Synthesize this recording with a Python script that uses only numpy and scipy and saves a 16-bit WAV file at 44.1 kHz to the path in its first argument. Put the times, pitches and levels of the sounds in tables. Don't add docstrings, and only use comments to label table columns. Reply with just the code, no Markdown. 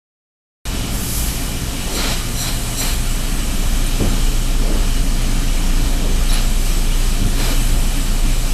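import sys
import numpy as np
from scipy import signal
from scipy.fft import rfft, irfft, next_fast_len
from scipy.io import wavfile
from scipy.ndimage import uniform_filter1d, map_coordinates

SR = 44100
rng = np.random.default_rng(int(sys.argv[2]) if len(sys.argv) > 2 else 0)


def waveform_to_disk(signal):
    frames = np.transpose(np.atleast_2d(signal))
    scaled = np.clip(frames, -1, 1) * 32767
    samples = np.round(scaled).astype(np.int16)
    wavfile.write(sys.argv[1], SR, samples)


N = 376173


def amp(db):
    return 10 ** (np.asarray(db) / 20)


def unit(x):
    return x / np.sqrt(np.mean(x ** 2) + 1e-20)


def along(points, hz):
    point_hz, values = np.transpose(points)
    return np.interp(np.log(hz + 1), np.log(point_hz + 1), values)


def curves(rows):
    times, *columns = np.transpose(rows)
    return np.array([np.interp(np.arange(N) / SR, times, column) for column in columns])


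def wobble(rate):
    knots = rng.standard_normal(int(N * rate / SR) + 4)
    return map_coordinates(knots, [np.arange(N) * rate / SR])


def filtered(x, response):
    m = next_fast_len(N + 8192)
    return irfft(rfft(x, m) * response(np.fft.rfftfreq(m, 1 / SR)), m)[..., :N]


def bell(hz, centre_hz, width_hz):
    return 1 / (1 + (2 * (hz - centre_hz) / width_hz) ** 2)


def noise(response, patchy_db):
    cells = signal.stft(rng.standard_normal(N), nperseg=512)[2]
    patches = uniform_filter1d(rng.standard_normal(cells.shape), size=6, axis=0)
    patches = uniform_filter1d(patches, size=12, axis=1)
    patched = signal.istft(cells * amp(patchy_db * unit(patches)), nperseg=512)[1][:N]
    return unit(filtered(patched, response))


def swell(s, rise, held, fall):
    t = np.arange(N) / SR - s
    return amp(-20 * (np.maximum(-t, 0) / abs(rise) + np.maximum(t - held, 0) / abs(fall)))


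def plain(tone):
    return lambda hz: amp(along(tone, hz))


def hall(tone):
    # centre_hz, width_hz, lift_db
    hall_modes = [(54, 9, 8), (205, 25, 3), (276, 30, 6), (350, 40, 3), (430, 50, 3), (544, 70, 3),
                  (697, 60, 4), (860, 80, 2), (1220, 90, 4), (1384, 40, 4), (1722, 40, 3), (1850, 70, 2),
                  (2305, 50, 5), (2405, 80, 5.5), (2632, 50, 4), (2906, 50, 6), (2995, 80, 5),
                  (3200, 90, 5), (3370, 60, 2), (3800, 120, 3.5), (4050, 200, 3), (4470, 60, 4),
                  (4980, 60, 3.5), (5330, 90, 3), (6270, 110, 2), (7380, 200, 2), (7860, 250, 3),
                  (8460, 120, 2), (9270, 100, 3), (13200, 400, 2)]
    return lambda hz: amp(along(tone, hz) + sum(db * bell(hz, c, w) for c, w, db in hall_modes))


def motor():
    # time_s, turns_hz, level_db
    shaft = [(.7, 29.04, -34), (1.2, 28.88, -32), (2, 28.14, -23.5), (3.2, 28.76, -18.5), (4.2, 28.88, -16),
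             (5.9, 28.78, -14.5), (7.1, 28.9, -14.5), (8.5, 28.73, -15.5)]
    # pitch_hz, waver_hz (full swing, half to either side), level_db
    hum = [(119.5, 1.6, -33), (177.5, 2, -42), (696, 11, -50), (5996, 10, -56)]
    shaft_hz, shaft_db = curves(shaft)
    turn = 2 * np.pi * np.cumsum(shaft_hz) / SR
    sound = np.sqrt(2) * amp(shaft_db + 0.85 * wobble(5)) * np.sin(turn)
    for hz, waver_hz, db in hum:
        phase = 2 * np.pi * np.cumsum(hz + waver_hz * wobble(8) / 2) / SR
        sound += np.sqrt(2) * amp(db + 2.2 * wobble(6)) * np.sin(phase)
    return sound


def blower():
    # (relative, per Hz)
    rumble_tone = [(7.1, -36), (12, -5.5), (37, -9.5), (46, -8), (81, -18), (118, -16), (144, -20.5),
                   (168, -16.5), (277, -22.5), (322, -27.5), (450, -41), (580, -98), (990, -120)]
    rush_tone = [(240, -7), (400, -1.5), (440, -2.5), (490, -3.5), (711, -4), (1030, -6), (1230, -6),
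                 (2160, -7.5), (2350, -6.5), (2620, -6.5), (2990, -6), (3580, -7.5), (7000, -7.5),
                 (9100, -39), (15400, -120)]
    fizz_tone = [(3820, -19.5), (6500, -22.5), (7340, -1.5), (7940, 1.5), (10400, -2.5), (11500, -2.5),
                 (13400, -7.5), (15300, -17.5)]
    # time_s, level_db
    rumble_level = [(.7, -22.5), (1.4, -22.5), (2.4, -24.5), (3.4, -22), (4.3, -23), (5.3, -22),
                    (6.2, -21.5), (6.9, -24), (7.4, -22), (8.5, -23.5)]
    fizz_level = [(.7, -34.5), (1.8, -33), (2.7, -31), (3.4, -33), (4.3, -34.5), (6.1, -35), (6.5, -33),
                  (7.2, -34), (7.6, -32.5), (8.5, -33)]
    rush_db = -29
    waves = rng.standard_normal(400)

    def rippled(hz):
        ripple_db = 2.4 * np.interp(hz, np.linspace(0, SR / 2, len(waves)), waves)
        return hall(fizz_tone)(hz) * amp(ripple_db)

    surge_db = 0.52 * wobble(6.1)
    rumble_gain = amp(curves(rumble_level)[0] + 0.49 * wobble(7))
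    fizz_gain = amp(curves(fizz_level)[0] + surge_db + 0.38 * wobble(4.8))
    rumble = rumble_gain * noise(hall(rumble_tone), patchy_db=0.5)
    rush = amp(rush_db + surge_db) * noise(hall(rush_tone), patchy_db=0.91)
    fizz = fizz_gain * noise(rippled, patchy_db=1.0)
    return rumble + rush + fizz


def far_jet():
    # (relative, per Hz)
    jet_tone = [(3000, -120), (4500, -4), (7500, 0), (9500, -1), (11400, 3.5), (13000, -3), (15300, -10),
                (16500, -120)]
    opens_s, opening_s = 0.94, 0.08
    peak_s, peak_db, rise_s, fall_s = 1.18, -24.5, 0.64, 0.48
    opening = swell(opens_s, opening_s, N / SR, 1)
    gain = amp(peak_db) * opening * swell(peak_s, rise_s, 0, fall_s)
    return gain * noise(plain(jet_tone), patchy_db=0.0)


def cloth():
    # full_s, rise_s, held_s, fall_s, level_db
    drags = [(1.9, .1, 0.16, .1, -30.5), (4.002, .03, .005, .2, -24.5), (4.665, 0.14, .11, 0.12, -27.5),
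             (6.03, .1, 0.092, .1, -31), (7.37, 0.049, 0.15, .1, -30.5)]
    # (relative, per Hz)
    drag_tone = [(110, -120), (170, -5), (280, 0), (500, -4), (800, -12), (1300, -18), (2000, -120)]
    stroke = sum(amp(db) * swell(*shape) for *shape, db in drags)
    return stroke * noise(plain(drag_tone), patchy_db=2)


def table():
    # start_s, level_db, t60_s (at 200 Hz), hardness_db (tilt per octave about 200 Hz)
    bumps = [(3.998, -17, 0.26, 2), (4.04, -22, 0.12, 4), (4.066, -24, 0.09, -8), (4.1, -28, .1, 3),
             (7.212, -20.5, 0.15, -3), (7.256, -21, 0.11, -3)]
    # pitch_hz, level_db
    table_modes = [(92, 3), (160, 1.5), (206, 4), (232, -4), (280, 2), (334, -6), (431, -7.5), (571, -9),
                   (786, -18), (1055, -18), (1195, -22)]
    out, t = np.zeros(N + SR), np.arange(SR // 2) / SR
    chance = rng.standard_normal((len(bumps), len(table_modes), 2))
    for (s, db, t60, hard_db), luck in zip(bumps, chance):
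        ring = np.zeros(len(t))
        for (hz, level), (strength, phase) in zip(table_modes, luck):
            start_db = level + hard_db * np.log2(hz / 200) + 1.2 * strength
            lost_db = 60 * t / t60 * (hz / 200) ** 0.34
            ring += amp(start_db - lost_db) * np.sin(2 * np.pi * hz * t + phase)
        onset = 1 - np.exp(-t / 0.007)
        out[round(s * SR):][:len(t)] += amp(db) * ring * onset
    return out[:N]


def squeaks():
    # start_s, length_s (start and end lie at 1/e of the top), pitch_hz, level_db
    squeak_rows = [(3.863, 0.016, 9050, -28), (6.326, 0.021, 10860, -25), (6.35, 0.0098, 10860, -33),
                   (6.3, 0.011, 5450, -29), (6.292, 0.014, 3860, -27.5)]
    t = np.arange(N) / SR
    sound = np.zeros(N)
    for s, length, hz, db in squeak_rows:
        shape = np.exp(-(2 * (t - s - length / 2) / length) ** 4)
        sound += np.sqrt(2) * amp(db) * shape * np.sin(2 * np.pi * hz * t)
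    return sound


def puff(s, rise, held, low_db, flare_db, high_db, lag, rush_db, spit_db):
    fall_s = 0.15
    burst_s, burst_fall_s = 0.018, 0.08
    sag_db_per_s = 23
    flow = swell(s, rise, held, fall_s)
    sag = amp(-sag_db_per_s * np.clip(np.arange(N) / SR - s, 0, held))
    low = amp(low_db) * flow * sag
    flare = amp(flare_db) * swell(s, rise, burst_s, burst_fall_s)
    high = np.maximum(flare, amp(high_db) * flow)
    rush = amp(rush_db) * swell(s + lag, rise, held - lag, fall_s)
    return np.array([low, high, rush, amp(spit_db) * flow])


def steam():
    # open_s, rise_s, held_s, low_whistle_db, high_flare_db, high_held_db, rush_lag_s,
    # rush_db, spit_db
    puffs = [(1.955, .09, .17, -30, -28.5, -37, 0.038, -24.5, -33.5),
             (2.41, 0.09, 0.077, -28.5, -25, -34, 0.04, -27.5, -33),
             (2.785, 0.036, 0.11, -29.5, -24, -30.5, .03, -27.5, -30),
             (6.298, .02, .085, -32, -39, -40, 0.022, -28, -37),
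             (7.395, .07, 0.11, -35, -37, -38, .01, -27, -34.5)]
    # centre_hz, width_hz, level_db
    pipe_low = [(4090, 440, 0)]
    pipe_high = [(5800, 320, -1), (7580, 300, 0), (9200, 220, -8), (10750, 200, -7), (12200, 250, -7)]
    # (relative, per Hz)
    rush_tone = [(250, -120), (350, -2), (1100, -0.5), (2000, -0.5), (3000, -1.5), (5000, -1.5),
                 (8000, -16), (11000, -120)]
    spit_tone = [(5000, -120), (6500, 4.5), (9000, -1), (12000, 1), (14000, -4), (15300, -14),
                 (16500, -120)]

    def pipe(modes):
        return lambda hz: sum(amp(db) * bell(hz, c, w) for c, w, db in modes)

    low, high, rush, spit = sum(puff(*row) for row in puffs)
    flutter = amp(0.74 * wobble(45))
    whistle = low * noise(pipe(pipe_low), patchy_db=1)
    whistle += high * noise(pipe(pipe_high), patchy_db=-0.5)
    through_cloth = rush * noise(hall(rush_tone), patchy_db=1.0)
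    through_cloth += spit * noise(plain(spit_tone), patchy_db=3)
    return flutter * (whistle + through_cloth)


def scene():
    mid = motor() + blower() + far_jet() + cloth() + table() + squeaks() + steam()
    return np.array([mid, mid])


def record(dry):
    # (relative, per Hz)
    side_tone = [(18, -29), (30, 2), (32, 8), (85, -5), (178, -53), (189, -44), (300, -54), (390, -84),
                 (660, -120)]
    start_s, top_hz = 0.6525, 15300
    switch = np.clip((np.arange(N) / SR - start_s) / 0.002, 0, 1)
    side = amp(-55) * noise(plain(side_tone), patchy_db=0.5)
    heard = (dry + [side, -side]) * switch
    return filtered(heard, lambda hz: 1 / (1 + np.minimum(hz / top_hz, 1.1) ** 1000))


dry = scene()
out = record(dry)
waveform_to_disk(out)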